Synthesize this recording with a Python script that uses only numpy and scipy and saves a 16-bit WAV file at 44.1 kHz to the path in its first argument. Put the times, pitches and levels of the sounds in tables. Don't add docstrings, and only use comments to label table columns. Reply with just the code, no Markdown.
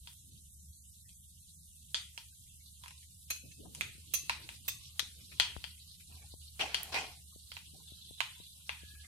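import sys
import numpy as np
from scipy import signal
from scipy.io import wavfile
from scipy.ndimage import uniform_filter1d

SR = 44100
rng = np.random.default_rng(int(sys.argv[2]) if len(sys.argv) > 2 else 0)


def generate_wav(sig):
    pcm = np.round(np.clip(np.atleast_2d(sig).T, -1, 1) * 32767).astype(np.int16)
    wavfile.write(sys.argv[1], SR, pcm)


def amplitude_ratio(level_db):
    exponent = np.asarray(level_db, float) / 20
    return 10 ** exponent


N = 399987


def rms_one(x):
    return x / np.sqrt(np.mean(x ** 2) + 1e-20)


def at_hz(points, hz):
    points = np.array(points)
    return np.interp(np.log(hz), np.log(points[:, 0]), points[:, 1])


def in_time(rows):
    s, *columns = np.transpose(rows)
    return [np.interp(np.arange(N) / SR, s, column) for column in columns]


def drift(rate):
    r = np.exp(-80 * np.pi * rate / SR)
    white = rng.standard_normal(N // 40 + 2002)
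    slow = signal.lfilter([1], [1, -2 * r, r * r], white)[2000:]
    return np.interp(np.arange(N) / 40, np.arange(len(slow)), rms_one(slow))


def ring(x, hz, t60):
    r, w = amplitude_ratio(-60 / (t60 * SR)), 2 * np.pi * hz / SR
    return signal.lfilter([0, np.sin(w)], [1, -2 * r * np.cos(w), r * r], x + 1e-18)


def resonate(x, peaks):
    return sum(amplitude_ratio(db) * np.sqrt(width) * ring(x, hz, 2.2 / width) for hz, width, db in peaks)


def bands(white, low_hz, high_hz):
    edges = low_hz * 2 ** np.arange(0, np.log2(high_hz / low_hz), .4)
    for k, (low, high) in enumerate(zip(edges, edges[1:])):
        band = signal.butter(2, [low, high], "band", fs=SR, output="sos")
        yield np.sqrt(low * high), signal.sosfilt(band, white[k % 2])


def coloured(white, spectrum, patchy_db):
    parts = bands(white, spectrum[0][0], spectrum[-1][0] * 1.2)
    return rms_one(sum(amplitude_ratio(at_hz(spectrum, hz) + patchy_db * drift(16)) * part for hz, part in parts))


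def grains(per_s, spread_db, shape):
    sizes = amplitude_ratio(spread_db * np.minimum(rng.exponential(1, shape), 5)) * rng.choice([-1, 1], shape)
    return rms_one(sizes * (rng.random(shape) < per_s / SR))


def strokes(rows, fades_db_per_s):
    t = np.arange(N) / SR
    gain = 0
    for s, db, attack, hold in rows:
        rise_db = 25 * np.clip(1 - (t - s) / attack, 0, 9)
        fade_db = fades_db_per_s * np.maximum(t - s - attack - hold, 0)
        gain = gain + amplitude_ratio(db - rise_db - fade_db) * (t > s)
    return gain


def add(track, sound, s):
    i = round(s * SR)
    track[..., i:i + sound.shape[-1]] += sound[..., :N - i]


# t/s, peak level/dB, cavity f/Hz, left-right level/dB, low thud level/dB
POPS = [(0.072, -39, 3490, 2, -18.5), (1.091, -46, 3270, 3, -40), (1.944, -19.5, 3570, -6, -31),
        (2.176, -32.5, 3230, -7.5, -18), (2.836, -42, 3590, -4, -8.5), (2.859, -44, 2820, -7, -6),
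        (2.88, -40.5, 2840, 5, -29.5), (2.907, -46, 2830, 1, -11.5), (3.748, -34.5, 3100, -1.5, -19),
        (3.809, -20, 2640, -7, -42), (4.295, -20.5, 2780, -2, -12), (4.489, -31, 2860, -2, -19.5),
        (4.993, -21.5, 3900, 13, -35), (5.398, -12, 3300, 9.5, -19.5), (5.64, -30.5, 3230, 16, -24),
        (6.123, -53, 2850, -1, -10), (6.744, -18, 3204, 6, -43), (7.517, -36.5, 3370, -6.5, -19),
        (7.567, -34.5, 2850, -10, -18), (8.204, -20, 3020, -12.5, -12), (8.692, -25.5, 2730, 7, -14.5)]
CRACK_DB = [-6, -1, -7, -1, -2, -3, 5, -4, 9.5, -3, -9.5, -1.5, -4, -7, -9, -15, -8.5, -5, -16, -9, -16]


def pops():
    near, source = np.zeros((2, N)), np.zeros(N)
    t = np.arange(2048) / SR
    push = np.exp(-t / .00004) * t / .00004
    small = signal.butter(2, 650, "high", fs=SR, output="sos")
    bright = signal.butter(2, [5500, 11000], "band", fs=SR, output="sos")
    broad = signal.butter(2, [1300, 5500], "band", fs=SR, output="sos")
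    port_lag_s, wall_s, wall_db = 0.0003, 0.005, -17
    pan_echo_db, pan_echo_fades_db_per_s = -9, 3000
    for (s, db, hz, pan_db, thud_db), crack_db in zip(POPS, CRACK_DB):
        burst = ring(push, hz, .0045)
        burst += .7 * ring(push, hz * rng.uniform(1.25, 1.45), .003)
        burst -= .3 * ring(push, hz * rng.uniform(.75, .85), .004)
        burst += amplitude_ratio(thud_db + 1.5) * (ring(push, 964, 0.02) - 2.4 * ring(push, 1600, 0.0017))
        crack = rng.standard_normal(len(t)) * np.exp(-t / 0.0011)
        burst += amplitude_ratio(crack_db) * signal.sosfilt(bright, crack)
        burst += amplitude_ratio(9.5) * signal.sosfilt(broad, push)
        burst = signal.sosfilt(small, burst)
        burst *= amplitude_ratio(db + 3.5) / np.max(np.abs(burst))
        add(source, burst, s)

        click = np.eye(1, SR // 4)[0]
        pan_hum = ring(click, 947 + rng.normal(0, 25), .2)
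        add(near, amplitude_ratio(db + thud_db / 2 - 21.5) * pan_hum * np.ones((2, 1)), s + .002)

        heard = np.zeros((2, 2 * len(t) - 1))
        for port, side in enumerate((1, -1)):
            paths = np.zeros(len(t))
            paths[round(port_lag_s * SR) * (1 - port)] = 1
            pan_lags = rng.uniform(.0003, .003, 8)
            wall_lags = wall_s + rng.uniform(-.002, .005, 8)
            lags = np.r_[pan_lags, wall_lags]
            echo_db = np.r_[pan_echo_db - pan_echo_fades_db_per_s * pan_lags, np.full(8, wall_db)]
            paths[(lags * SR).astype(int)] = rng.normal(0, 1, 16) * amplitude_ratio(echo_db)
            heard[port] = amplitude_ratio(side * pan_db / 2) * rms_one(np.convolve(burst, paths))
        add(near, amplitude_ratio(db + 5.5) * heard / np.max(np.abs(heard), axis=1).mean(), s + .001)
    return near, source


# t/s, peak level/dB, left-right level/dB
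CLINKS = [
    (3.303, -24.5, -4),
    (3.359, -41.5, -12),
    (3.515, -47, 2),
    (4.138, -20.5, -10),
    (4.681, -23.5, -5),
]
# f/Hz, level/dB, t60/s
BOWL_RIM = [(1626, -16, .05), (2100, -12, .04), (2557, 2, .4), (3031, -11, .06), (4150, -4, .04),
            (6288, -1, .3), (6724, -10, .1), (8215, -8, .1), (10360, -8, .1), (10930, -4, .12),
            (11250, -4, .12), (11840, -4, .12), (13270, -7, .15), (14430, -9, .15)]
# f/Hz, level/dB, t60/s
BOWL_SIDE = [(2630, -3, .45), (3350, -9, .05), (3903, -7, .05), (6150, 0, .2), (6428, -2, .24),
             (6900, -8, .1), (8700, -10, .08), (9200, -6, .12), (10400, -8, .08), (10950, -2, .15),
             (12620, -1, .14), (13240, -2, .25), (14430, -5, .25)]
# f/Hz, level/dB, t60/s
BOWL_FOOT = [(1100, -20, .05), (1760, -15, .05), (2592, -7, .2), (3660, -7, .06), (5130, -11, .05),
             (6340, -7, .2), (7790, -10, .06), (8263, -9, .08), (10870, -9, .08), (12000, -4, .17),
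             (13180, 0, .17), (14460, -9, .17), (15720, -12, .08)]


def clinks():
    near, source = np.zeros((2, N)), np.zeros(N)
    t = np.arange(SR // 2) / SR
    swell = 1 - np.exp(-(t / 0.003) ** 2)
    touched = (BOWL_RIM, BOWL_RIM, BOWL_RIM[2:6], BOWL_SIDE, BOWL_FOOT)
    for (s, db, pan_db), modes in zip(CLINKS, touched):
        sound = 0
        for hz, mode_db, t60 in modes:
            rub = rng.standard_normal((2, len(t))) * t / .0035 * np.exp(-t / 0.0047)
            chatter = ring(rub, hz, .005)
            splits = hz + 28 * np.sqrt(hz / 2600) * rng.normal(0, 1, 4)
            tones = sum(np.sin(2 * np.pi * (split * t + rng.random((2, 1)))) for split in splits)
            decay = amplitude_ratio(-60 * t / .05) + amplitude_ratio(-14 - 60 * t / t60)
            mode = tones * swell * decay + amplitude_ratio(9) * chatter / np.max(np.abs(chatter))
            shade_db = pan_db * hz / 10000 * np.array([[.5], [-.5]])
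            sound = sound + amplitude_ratio(mode_db + shade_db) * mode
        sound *= amplitude_ratio(db + .5) / np.max(np.abs(sound.mean(axis=0)))
        add(near, sound, s - .002)
        add(source, sound[1], s - .002)
    return near, source


# t/s, level/dB, attack/s, hold/s
DRAGS = [
    (6.591, -38, 0.0049, .012),
    (6.09, -71.5, 0.012, 0.15),
    (6.64, -61, 0.0406, 0.066),
    (6.68, -59, 0.13, 0.11),
    (6.919, -46.5, 0.0053, 0.016),
    (6.938, -39.5, 0.0049, 0.027),
    (7.0, -62, 0.015, 0.025),
]
# f/Hz, width/Hz, level/dB
DISH = [(365, 40, -9), (670, 90, 5), (1159, 60, -2), (1500, 200, -6), (2000, 110, -3), (2530, 120, -4),
        (2840, 150, -8), (3555, 180, -3), (4100, 220, -4), (5000, 250, -8)]
# f/Hz, spectral level/dB per Hz
GRIT = [(120, -30), (200, -27.5), (360, -4.5), (571, -5), (658, 7), (1440, -13), (1980, 0), (9810, -21),
        (14000, -31)]


def drags():
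    slips = grains(4000, 4.0, (2, 2, N))
    body = rms_one(resonate(slips[0], DISH)) + amplitude_ratio(9.0) * coloured(slips, GRIT, patchy_db=3.0)
    middle = body.mean(axis=0)
    treble = signal.butter(2, 900, "high", fs=SR, output="sos")
    body = middle + signal.sosfilt(treble, body - middle)
    sound = strokes(DRAGS, fades_db_per_s=186) * amplitude_ratio(-4 + 0.95 * drift(60)) * body
    return sound, sound[0]


# t/s, peak level/dB
TAPS = [(3.948, -52.5), (3.978, -52), (4.036, -77), (4.232, -51), (5.025, -48.5), (5.562, -32.5),
        (6.336, -42.5), (7.357, -46.5), (7.733, -51.5), (7.917, -47.5), (8.106, -45), (8.398, -47),
        (8.831, -47), (8.933, -54)]


def taps():
    out, t = np.zeros((2, N)), np.arange(4096) / SR
    for s, db in TAPS:
        width = .0009 * amplitude_ratio(-.7 * (db + 52))
        bump = np.exp(-(t / width - 2) ** 2)
        wobble = amplitude_ratio(-6.5) * np.sin(2 * np.pi * 60 * t) * np.exp(-t / 0.017)
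        add(out[0], amplitude_ratio(db + 6.5) * (bump - wobble), s + 0.0031)
    return signal.sosfilt(signal.butter(2, 70, "high", fs=SR, output="sos"), out)


# t/s, peak level/dB, f/Hz
TICK = [(6.8325, -23.5, 12020)]


def tick():
    (s, db, hz), out = TICK[0], np.zeros(N)
    burst = np.zeros(400)
    burst[:9] = np.hanning(9) * np.sin(2 * np.pi * hz * np.arange(9) / SR)
    add(out, amplitude_ratio(db + 4.5) * ring(burst, hz, 0.00099), s)
    return out * amplitude_ratio([[-25], [0]]), out


# t/s, level/dB, attack/s, hold/s
SEEP = (8.78, -65, .04, .2)
# f/Hz, width/Hz, level/dB
SEEP_TONE = [(1680, 90, 0)]


def seep():
    hiss = resonate(rng.standard_normal((2, N)), SEEP_TONE)
    return strokes([SEEP], fades_db_per_s=127) * rms_one(resonate(hiss, SEEP_TONE))


# t/s, peak level/dB, f/Hz, left-right level/dB
FAINT = [(1.05, -61.5, 1860, 4), (1.111, -69, 2480, -10.5), (2.32, -73.5, 1530, -24),
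         (2.467, -63, 2190, -11.5), (2.601, -60.5, 2213, -5), (3.027, -61, 2240, 11),
         (3.108, -73.5, 2640, 28.5), (3.189, -85, 2660, 0), (3.653, -70, 785, 52), (5.199, -55.5, 2440, 5),
         (5.319, -46.5, 2415, 9), (5.779, -71.5, 2540, 34), (6.002, -52, 2400, 4), (6.1, -63, 1376, -4.5),
         (6.15, -62, 897, -3), (6.176, -54.5, 2470, -2), (6.22, -57, 2320, -12), (7.324, -72.5, 1102, 29),
         (7.745, -66.5, 655, 31), (7.798, -65.5, 1000, 19.5), (8.603, -61.5, 1350, -2),
         (8.799, -57, 2500, 5), (8.95, -55.5, 2503, 12), (9.042, -48.5, 2190, -1)]


def faint():
    near, t = np.zeros((2, N)), np.arange(2048) / SR
    for s, db, hz, pan_db in FAINT:
        rub = rng.standard_normal((2, len(t))) * t * np.exp(-t / 0.0089)
        knock = ring(rub, hz, 0.017) + 1.6 * ring(rub, 0.95 * hz, 0.0045)
        sides = amplitude_ratio(db + pan_db * np.array([[.5], [-.5]]))
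        add(near, sides * knock / np.max(np.abs(knock)), s - .004)
    return near


# t/s, level/dB, attack/s, hold/s
RATTLE = (7.8, -57, .08, .6)
# f/Hz, width/Hz, level/dB
RATTLE_BODY = [(3130, 60, -9), (3490, 45, -1), (3870, 60, -1), (3670, 200, -13), (4150, 60, -9)]


def rattle():
    phase = np.cumsum(30 * amplitude_ratio(3.0 * drift(6))) / SR
    pulses = np.exp(0.5 * np.cos(2 * np.pi * phase)) * rng.standard_normal((5, 2, N))
    body = sum(resonate(pulse, [peak]) for pulse, peak in zip(pulses, RATTLE_BODY))
    return strokes([RATTLE], fades_db_per_s=127) * rms_one(body)


# t/s, level/dB
OIL = [(0, -64), (.6, -70), (2.6, -65), (3.6, -64), (4.3, -57.5), (5.4, -56), (5.7, -58.5), (6.7, -60.5),
       (7.1, -61), (9.07, -58)]
# f/Hz, spectral level/dB per Hz
FIZZ = [(4500, 6), (6000, 5.5), (8000, 14), (9900, 11), (12000, 7.5), (14000, -4), (16000, -33.5)]
# f/Hz, spectral level/dB per Hz
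SIZZLE = [(300, -15), (600, -9), (1200, -0.5), (2000, -21.5), (3000, 7), (4000, 13.5), (5500, 5.5),
          (7000, -7.5)]


def oil():
    heat_db, = in_time(OIL)
    bubbles = grains(8500, 2.9, (2, 2, N))
    fizz_db = -58 + 0.11 * (heat_db - heat_db.mean())
    fizz = amplitude_ratio(fizz_db) * coloured(bubbles, FIZZ, patchy_db=1.44)
    sizzle = amplitude_ratio(heat_db + 0.74 * drift(3.5)) * coloured(bubbles[::-1], SIZZLE, patchy_db=3.5)
    return fizz + sizzle


# t/s, level/dB, attack/s, hold/s
GRIPS = [(.12, -74, 0.18, 0.033), (3.42, -64, 0.021, 0.023), (3.57, -63, 0.018, 0.015),
         (3.63, -64, 0.014, 0.021), (3.74, -62.5, 0.042, 0.085), (3.85, -75, 0.23, 0.38),
         (4.2, -77, 0.064, 0.5), (5.0, -74.5, 0.17, 0.414), (6.05, -77, 0.053, 0.056),
         (6.62, -76, 0.15, 0.062), (7.6, -74.5, 0.15, 0.0314)]
# f/Hz, spectral level/dB per Hz
RUMBLE = [(35, -18.5), (50, 3), (100, 5), (150, 5.5), (210, -11), (300, -24)]
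# f/Hz, spectral level/dB per Hz
RUSTLE = [(200, -3), (300, -5), (500, -10), (800, -27.5)]


def handling(shared, own):
    grip = strokes(GRIPS, fades_db_per_s=181)
    rumble = (amplitude_ratio(-65.5) + amplitude_ratio(3) * grip) * coloured(shared + 0.64 * own, RUMBLE, patchy_db=2.0)
    rustle = (amplitude_ratio(-100.5) + amplitude_ratio(2.0) * grip) * coloured(own, RUSTLE, patchy_db=5.5)
    return rumble + rustle * amplitude_ratio([[2.5], [-2.5]])


# t/s, level/dB
FLAME = [(0.0, -52.5), (0.12, -66), (0.7, -56), (0.75, -63), (5.41, -59), (5.51, -55), (6.04, -64.5),
         (6.14, -55), (8.44, -66), (9.02, -53.5), (9.07, -63)]


def flame(shared, own):
    hum_db, = in_time(FLAME)
    hum_hz, hum_width_hz = 75.6, 4.1
    hum = resonate(shared[0] + 0.17 * own[0], [(hum_hz, hum_width_hz, 0)])
    hum = resonate(hum, [(hum_hz, 40, 0)])
    power = uniform_filter1d(np.mean(hum ** 2, axis=0), size=SR // 8)
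    return amplitude_ratio(hum_db) * rms_one(hum / power ** .42)


def steady():
    shared, own = rng.standard_normal((2, 1, N)), rng.standard_normal((2, 2, N))
    return oil() + handling(shared, own) + flame(shared, own)


# f/Hz, t60/s
ROOM = [(400, 0.73), (1000, 0.31), (2500, 0.42), (5000, 0.24), (9000, 0.41), (14000, 0.14)]
# f/Hz, level/dB
ROOM_COLOUR = [(400, -12), (1000, 1.5), (2500, 1), (5000, 12), (9000, 2), (14000, -6.5)]


def room(x, wet_db):
    t = np.arange(SR // 2) / SR
    sides = np.array([[1, 1], [1, -0.75]])
    tail = 0
    for hz, part in bands(rng.standard_normal((2, 2, len(t))), 250, 18000):
        decay = amplitude_ratio(at_hz(ROOM_COLOUR, hz) - 60 * t / at_hz(ROOM, hz))
        tail = tail + decay * (sides * [1, min(hz / 1400, 1)] @ part)
    tail = tail * (1 - np.exp(-(t / 0.001) ** 2)) * amplitude_ratio(wet_db - 7) / np.sqrt(SR)
    return signal.fftconvolve(x[None], tail, axes=1)[:, :N]


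def scene():
    (pop, pop_dry), (clink, clink_dry), (spit, spit_dry), (drag, drag_dry) = pops(), clinks(), tick(), drags()
    sent = amplitude_ratio(-0.78) * pop_dry + amplitude_ratio(-6) * clink_dry + amplitude_ratio(-6) * spit_dry + amplitude_ratio(-11.5) * drag_dry
    close = pop + clink + drag + taps() + spit + seep()
    return close + faint() + rattle() + steady() * amplitude_ratio([[-.7], [.7]]) + room(sent, wet_db=18.5)


# f/Hz, level/dB per bin
KEPT = [(150, -112), (300, -97), (1000, -89), (3200, -95), (5300, -95), (9000, -108), (12600, -106),
        (13400, -82.5)]


def thin_spectrum(x):
    x = np.pad(x, ((0, 0), (415, 0)))
    hz, _, frames = signal.stft(x, SR, "cosine", nperseg=2048)
    band = (10 * np.log1p(hz / 600) + hz / 700).astype(int)
    member = band == np.unique(band)[:, None]
    bins = member.sum(axis=1)
    power = member / bins[:, None] @ np.abs(frames) ** 2
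    count = frames.shape[2]

    treble = np.abs(signal.lfilter([1, -1], [1], x)).max(axis=0)
    peak = np.maximum.reduceat(np.r_[np.zeros(512), treble], np.arange(count - 1) * 1024)
    attack = np.convolve(peak > 1.9 * np.roll(peak, 1), [1, 1, 1, 1])[1:count + 1] > 0

    limit = amplitude_ratio(at_hz(KEPT, member @ hz / bins + 1))[:, None] * np.where(attack, amplitude_ratio(-48.0), 1)
    wander = uniform_filter1d(rng.standard_normal((1, *power.shape[1:])), size=3)
    limit = limit * amplitude_ratio(8.4 * wander)
    busy = power[:, len(member) // 2:].mean(axis=(0, 1))
    limit = limit * (busy / np.median(busy)) ** 0.072

    row = member.argmax(axis=0)
    near = uniform_filter1d((np.abs(frames) ** 2).mean(axis=0), size=5, axis=0)
    step = np.maximum(limit[0] ** 2, amplitude_ratio(-4.5) * power.mean(axis=0) * ~attack)[row]
    step = step * np.where(hz > 300, 1, 0)[:, None]
    luck = 2 * uniform_filter1d(rng.standard_normal((len(hz) // 8 + 1, len(attack))), size=4)
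    luck = luck[np.arange(len(hz)) // 8]
    middle = ((hz > 2500) & (hz < 8500))[:, None]
    step = step + (luck < -1.4) * middle * ~attack
    kept = (power.mean(axis=0) > limit ** 2)[:, row] & (near > step)
    return signal.istft(frames * kept, SR, "cosine", nperseg=2048)[1][:, 415:N + 415]


def top_cut(x):
    return signal.sosfilt(signal.butter(12, 15960, fs=SR, output="sos"), x)


def record(dry):
    mix = thin_spectrum(dry)
    return top_cut(mix)


dry = scene()
out = record(dry)
generate_wav(out)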